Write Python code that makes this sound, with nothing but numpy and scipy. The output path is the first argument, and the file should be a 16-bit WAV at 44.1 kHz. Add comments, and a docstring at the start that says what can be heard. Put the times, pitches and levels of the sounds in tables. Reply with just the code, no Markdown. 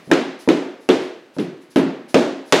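"""A soft, high swish of loose fill in a mallet head, over the faint tone of a bare room, then seven blows.
A rubber mallet knocks a floor plank home through a tapping block, which touches the plank before some blows.
Clicks, knocks and the room are banded decaying noise; plank, thump and block ping are decaying sines.
Brief pitched noise bursts are the joint slipping. The fourth blow is weak, the last two hard and bright
as the joint closes; the nearby microphone overloads a little: limiter and soft clip."""
import sys
import numpy as np
from scipy import signal
from scipy.fft import irfft
from scipy.io import wavfile
from scipy.ndimage import uniform_filter1d

SR = 44100
rng = np.random.default_rng(int(sys.argv[2]) if len(sys.argv) > 2 else 0)


def digitize_waveform(pressure):
    """Quantize a signal to 16-bit integers and store it at the path in sys.argv[1].

    Rows of a 2-D input are taken as channels; values are limited to [-1, 1].
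    """
    field = np.atleast_2d(pressure).T
    bounded = np.clip(field, -1, 1)
    quanta = np.round(bounded * 32767).astype(np.int16)
    wavfile.write(sys.argv[1], SR, quanta)


N = 114660

# Steady air spectrum: freq_hz, density_db_per_hz
AIR_SPECTRUM = [(30, -59), (120, -4.5), (300, 0.5), (700, -8), (2000, -10), (5000, -22), (10000, -31),
                (15000, -36)]
# Fill shifting as the mallet swings, lands and lifts: start_s, length_s, level_db
RUSTLES = [(0.03, 0.23, -57.5), (0.386, 0.094, -47.5), (0.797, 0.12, -58.5), (0.993, 0.16, -58),
           (1.336, 0.072, -56), (1.393, 0.019, -47.5), (1.608, .04, -59.5), (1.698, 0.055, -52.5),
           (1.758, 0.0095, -38), (2.08, 0.077, -49), (2.448, 0.21, -52.5)]
# Fill spectrum: freq_hz, density_db_per_hz
RUSTLE_SPECTRUM = [(800, -5), (2500, -0.5), (5000, 4), (7500, -3), (9000, -5), (10200, 4.5), (11500, -8.5),
                   (14000, -8), (16000, -24)]
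# Joint slipping just after a blow: start_s, level_db, pitch_hz
SLIPS = [(0.117, -37.5, 9000), (0.134, -26.5, 6400), (.502, -28, 3500), (0.9007, -20.5, 3620),
         (1.3961, -31, 3240)]
# Block meeting plank before a blow: start_s, level_db, click_db (before level_db), tilt_db_per_octave
TOUCHES = [(0.0728, -16, -9, -15), (0.1025, -20, 4, 0), (.476, -0.5, 2.5, -5), (1.3664, -14, -2, -2)]
# Dull colour of the touches: gain_db at each COLOUR_HZ
TOUCH_COLOUR_DB = [0.5, -1, -1.5, 4, -22.5, -24]
# Mallet blows: start_s, boom_db, thud_db, knock_db, clap_db, crack_db, snap_db (the six at COLOUR_HZ),
# click_db, thump_hz, thump_db, ping_hz, ping_db
BLOWS = [(0.1139, 2.5, 0, 1, 1, 4, 1.5, -2, 334, -6, 1664, 3),
         (0.488, -1, 0.5, 2.5, -1, -1, -1, -2.5, 328, -3.5, 2280, 0),
         (0.8893, -0.5, -1.5, 4, 1, 1, 1.5, -4, 370.6, -7.5, 2556, -5),
         (1.385, 1, -6.5, -5.5, -14, -11.5, -13, -6, 303, -18.5, 5160, -21),
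         (1.7597, 6.5, 3.5, 1, -0.5, -1, -5.5, -4.5, 316, -5.5, 3280, -15.5),
         (2.1436, 4, 4, 2, 6, 2, 4, -1, 479, -7.5, 2510, -5),
         (2.5237, 2.5, -3.5, -0.5, 5.5, 7.5, 10.5, 0, 475, -14, 6100, 4.5)]
# Colour points of an impact: freq_hz
COLOUR_HZ = [170, 270, 370, 600, 2000, 7000]
# Plank and subfloor modes: freq_hz, level_db (before colour), t60_s
PLANK_MODES = [(177.9, -25, 0.27), (268.3, -18, 0.4), (273.4, -16.5, 0.48), (341, -23.5, 0.65),
               (368.7, -18, 0.53), (433.7, -14, 0.17), (523, -27.5, 0.33), (528.4, -26, 0.49),
               (625, -28, 0.62), (1306, -28, 0.18), (1546, -31, 0.13), (2300, -55, 0.042),
               (2980, -38, 0.19)]
# Close block modes: ratio to ping_hz
PING_RATIOS = [.92, 1, 1.09]
# Spectra of contact click, board knock and room: freq_hz, density_db_per_hz
CONTACT_SPECTRUM = [(100, -79), (300, 7.5), (600, 3), (1100, 0), (1700, -3), (2600, -3), (4200, -11),
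                    (6500, -14), (10000, -22), (16000, -31)]
BODY_SPECTRUM = [(30, -60), (80, -88), (130, -63.5), (190, 1.5), (280, -10.5), (420, -1), (650, -12),
                 (1000, -24.5), (1600, -22.5), (3600, -24.5), (5000, -41), (15000, -60.5)]
ROOM_SPECTRUM = [(30, -70), (80, -36), (135, -15), (165, -8.5), (215, -5), (270, 3), (355, -1.5), (430, -4),
                 (700, -11), (1080, -18.5), (1570, -20), (3500, -25), (4500, -29), (6800, -35.5),
                 (10000, -46.5), (15000, -59.5)]
# Their decays: freq_hz, t60_s
CONTACT_T60 = [(300, 0.073), (2000, 0.011), (6000, 0.029), (12000, 0.0053)]
BODY_T60 = [(60, 0.033), (300, 0.1), (1000, 0.15), (5000, 0.13)]
ROOM_T60 = [(100, 0.44), (280, 0.56), (700, 0.65), (1800, 0.72), (4500, 0.64), (8000, 0.54), (14000, 0.42)]
# Stereo width of all noise: freq_hz, side_minus_mid_db
SIDE_DB = [(100, -38.5), (500, -27.5), (1400, -22), (3000, -16.5), (6000, -15.5), (12000, -18.5)]
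# Stereo balance of all noise: freq_hz, left_minus_right_db
BALANCE_DB = [(300, -0.37), (1500, 0), (5000, 0.1), (9000, 0.5)]

AIR_DB, EARLIER_BLOW_DB = -55, -45.5
RUSTLE_FADE_S = 0.033  # amplitude time constant
SLIP_WIDTH_OCTAVES, SLIP_PEAK_S = 0.14, 0.0019
CONTACT_DB, BODY_DB, ROOM_DB = -7.5, -8.5, -13.5
CONTACT_RISE_S, BODY_RISE_S, ROOM_RISE_S, MODE_RISE_S = 0.00015, 0.0048, 0.0086, 0.004  # time constants
CEILING_DELAY_S, CEILING_DB = 0.0089, -11.5  # echo level relative to the click
FLUTTER_DB, FLUTTER_STEP_S = 0.37, 0.004  # standard deviation, spacing
TOUCH_DAMP_S = 0.06  # time constant
THUMP_PEAK_S = 0.0079
PING_T60_CYCLES = 28
LIMIT_DBFS, RELEASE_DB_PER_S = 2, 313
CLIP_CEILING, CLIP_KNEE = 0.93, 4.0  # full scale = 1, exponent
LOW_CUT_HZ, HIGH_CUT_HZ = 83, 16000


def amp(db):
    """Decibels to gain."""
    return 10 ** (np.asarray(db) / 20)


def read(points, hz):
    """Interpolates a table along a log-frequency axis."""
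    f, value = np.transpose(points)
    return np.interp(np.log(hz + 1), np.log(f + 1), value)


def add(mix, start_s, sound):
    """Mixes a sound in at a time, cut at the end of the mix."""
    part = mix[:, round(start_s * SR):][:, :sound.shape[-1]]
    part += sound[..., :part.shape[1]]


def decay(t, t60):
    """Exponential fall of 60 dB per t60, both in the same unit."""
    return np.exp(-np.log(1000) * t / t60)


def noise(spectrum, size, colour=((1, 0),)):
    """Spectrum of nearly mono, random-phase stereo noise; rms about 1 before colour."""
    hz = np.fft.rfftfreq(size, 1 / SR)
    mid, side = np.exp(2j * np.pi * rng.random((2, len(hz))))
    side = side * amp(read(SIDE_DB, hz))
    lean = amp(read(BALANCE_DB, hz) / 2)
    stereo = np.array([(mid + side) * lean, (mid - side) / lean])
    gain = amp(read(spectrum, hz))
    unit_rms = np.sqrt(size / np.mean(gain ** 2))
    return stereo * gain * unit_rms * amp(read(colour, hz))


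def ring(spectrum, colour, rise_s, t60, size):
    """Countless overlapping modes: noise bands that swell, then die each at its own rate."""
    t = np.arange(size) / SR
    hz = np.fft.rfftfreq(size, 1 / SR)
    centres_hz = np.geomspace(60, 15000, 14)
    source = noise(spectrum, size, colour)
    out = np.zeros((2, size))
    for centre_hz, pick in zip(centres_hz, np.eye(len(centres_hz))):
        # triangular band on the log-frequency axis
        weight = np.interp(np.log(hz + 1), np.log(centres_hz), pick)
        band = irfft(source * weight, size)
        shape = (1 - np.exp(-t / rise_s)) * decay(t, read(t60, centre_hz))
        shaped = band * shape
        # even out the chance level of noise under a short envelope
        even = np.sqrt(np.mean(band ** 2) * np.mean(shape ** 2) / np.mean(shaped ** 2))
        out += shaped * even
    return out


def room_tone():
    """Quiet air as steady noise, plus the dying ring of an earlier blow."""
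    out = amp(AIR_DB) * irfft(noise(AIR_SPECTRUM, N), N)
    tail = ring(AIR_SPECTRUM, [(1, 0)], CONTACT_RISE_S, ROOM_T60, size=32768)
    add(out, 0, amp(EARLIER_BLOW_DB) * tail)
    return out


def rustles():
    """Loose mallet fill: high noise that swells early, then fades into the room."""
    out = np.zeros((2, N))
    t = np.arange(SR // 2) / SR
    fade = np.exp(-1 / (RUSTLE_FADE_S / 2 * SR))  # power falls twice as fast as amplitude
    for start_s, length_s, level_db in RUSTLES:
        arch = np.sin(np.pi * np.minimum(t / length_s, 1) ** 0.35) ** 2
        power = signal.lfilter([1], [1, -fade], arch ** 2)
        envelope = np.sqrt(power / power.max())
        swish = irfft(noise(RUSTLE_SPECTRUM, len(t)), len(t))
        add(out, start_s, amp(level_db) * envelope * swish)
    return out


def slips():
    """Tongue and groove give way: brief noise bursts with a resonant peak."""
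    out, size = np.zeros((2, N)), 2048
    u = np.arange(size) / SR / SLIP_PEAK_S
    hz = np.fft.rfftfreq(size, 1 / SR)
    for start_s, level_db, pitch_hz in SLIPS:
        octaves_off = np.log2((hz + 1) / pitch_hz)
        band = 1 / (1 + (octaves_off / SLIP_WIDTH_OCTAVES) ** 2)
        crackle = irfft(noise([(1, 0)], size) * band, size)
        add(out, start_s, amp(level_db) * u * np.exp(1 - u) * crackle / crackle.std())
    return out


def thump(pitch_hz, level_db):
    """The loose plank flexes for a few cycles: a sine that swells and dies."""
    t = np.arange(SR // 4) / SR
    u = t / THUMP_PEAK_S
    return amp(level_db) * u * np.exp(1 - u) * np.sin(2 * np.pi * pitch_hz * t)


def ping(pitch_hz, level_db):
    """The block rings in close, beating modes; where the mallet lands sets the pitch."""
    cycles = pitch_hz * np.arange(SR // 20) / SR
    shape = (1 - np.exp(-cycles / 2)) * decay(cycles, PING_T60_CYCLES)
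    modes = 0
    for k, ratio in enumerate(PING_RATIOS):
        modes = modes + (-1) ** k * np.sin(2 * np.pi * ratio * cycles)  # alternating sign
    return amp(level_db) * shape * modes / 2


def plank_modes(t, colour):
    """Plank and subfloor resonances: decaying sines, levelled by the impact's colour."""
    out = np.zeros(len(t))
    for freq_hz, level_db, t60_s in PLANK_MODES:
        shape = (1 - np.exp(-t / MODE_RISE_S)) * decay(t, t60_s)
        out += amp(level_db + read(colour, freq_hz)) * shape * np.sin(2 * np.pi * freq_hz * t)
    return out


def strike(colour_db, click_db):
    """One impact: room, contact click and its ceiling echo, board knock, plank modes."""
    colour = list(zip(COLOUR_HZ, colour_db))
    out = amp(ROOM_DB) * ring(ROOM_SPECTRUM, colour, ROOM_RISE_S, ROOM_T60, size=32768)
    t = np.arange(out.shape[1]) / SR
    # reflections arrive in uneven clumps
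    clumps = rng.standard_normal(size=512)
    out *= amp(FLUTTER_DB * np.interp(t / FLUTTER_STEP_S, np.arange(len(clumps)), clumps))
    click = ring(CONTACT_SPECTRUM, colour, CONTACT_RISE_S, CONTACT_T60, size=4096)
    click *= amp(CONTACT_DB + click_db)
    add(out, 0, click)
    add(out, CEILING_DELAY_S, amp(CEILING_DB) * click)
    knock = ring(BODY_SPECTRUM, colour, BODY_RISE_S, BODY_T60, size=8192)
    add(out, 0, amp(BODY_DB) * knock)
    return out + plank_modes(t, colour)


def touches():
    """Block meets plank: dull strikes whose ring is shortened by an added fast decay."""
    out = np.zeros((2, N))
    octaves = np.clip(np.log2(np.array(COLOUR_HZ) / COLOUR_HZ[1]), -1, 1)
    for start_s, level_db, click_db, tilt_db_per_octave in TOUCHES:
        touch = strike(TOUCH_COLOUR_DB + tilt_db_per_octave * octaves, click_db)
        damp = np.exp(-np.arange(touch.shape[1]) / SR / TOUCH_DAMP_S)
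        add(out, start_s, amp(level_db) * touch * damp)
    return out


def blows():
    """Mallet on block: each blow strikes the boards, flexes the plank and pings the block."""
    out = np.zeros((2, N))
    for start_s, *colour_db, click_db, thump_hz, thump_db, ping_hz, ping_db in BLOWS:
        add(out, start_s, strike(colour_db, click_db))
        add(out, start_s, thump(thump_hz, thump_db))
        add(out, start_s, ping(ping_hz, ping_db))
    return out


def scene():
    """Sum of all that reaches the microphone."""
    return room_tone() + rustles() + slips() + touches() + blows()


def record(dry):
    """Overloaded microphone: quick limiter, soft clip, low cut, band limit."""
    level_db = 20 * np.log10(abs(dry).max(0) + 1e-9)
    over_db = np.maximum(level_db - LIMIT_DBFS, 0)
    # peak hold with a linear dB release
    fall_db = np.arange(N) * RELEASE_DB_PER_S / SR
    hold_db = np.maximum.accumulate(over_db + fall_db) - fall_db
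    held = dry / amp(uniform_filter1d(hold_db, size=128))
    rounded = held / (1 + abs(held / CLIP_CEILING) ** CLIP_KNEE) ** (1 / CLIP_KNEE)
    low_cut = signal.butter(2, LOW_CUT_HZ, "highpass", fs=SR, output="sos")
    cut = signal.sosfilt(low_cut, rounded)
    band_limit = signal.firwin(511, HIGH_CUT_HZ, window=("kaiser", 9), fs=SR)
    return signal.oaconvolve(cut, band_limit[None], "same")


dry = scene()
out = record(dry)
digitize_waveform(out)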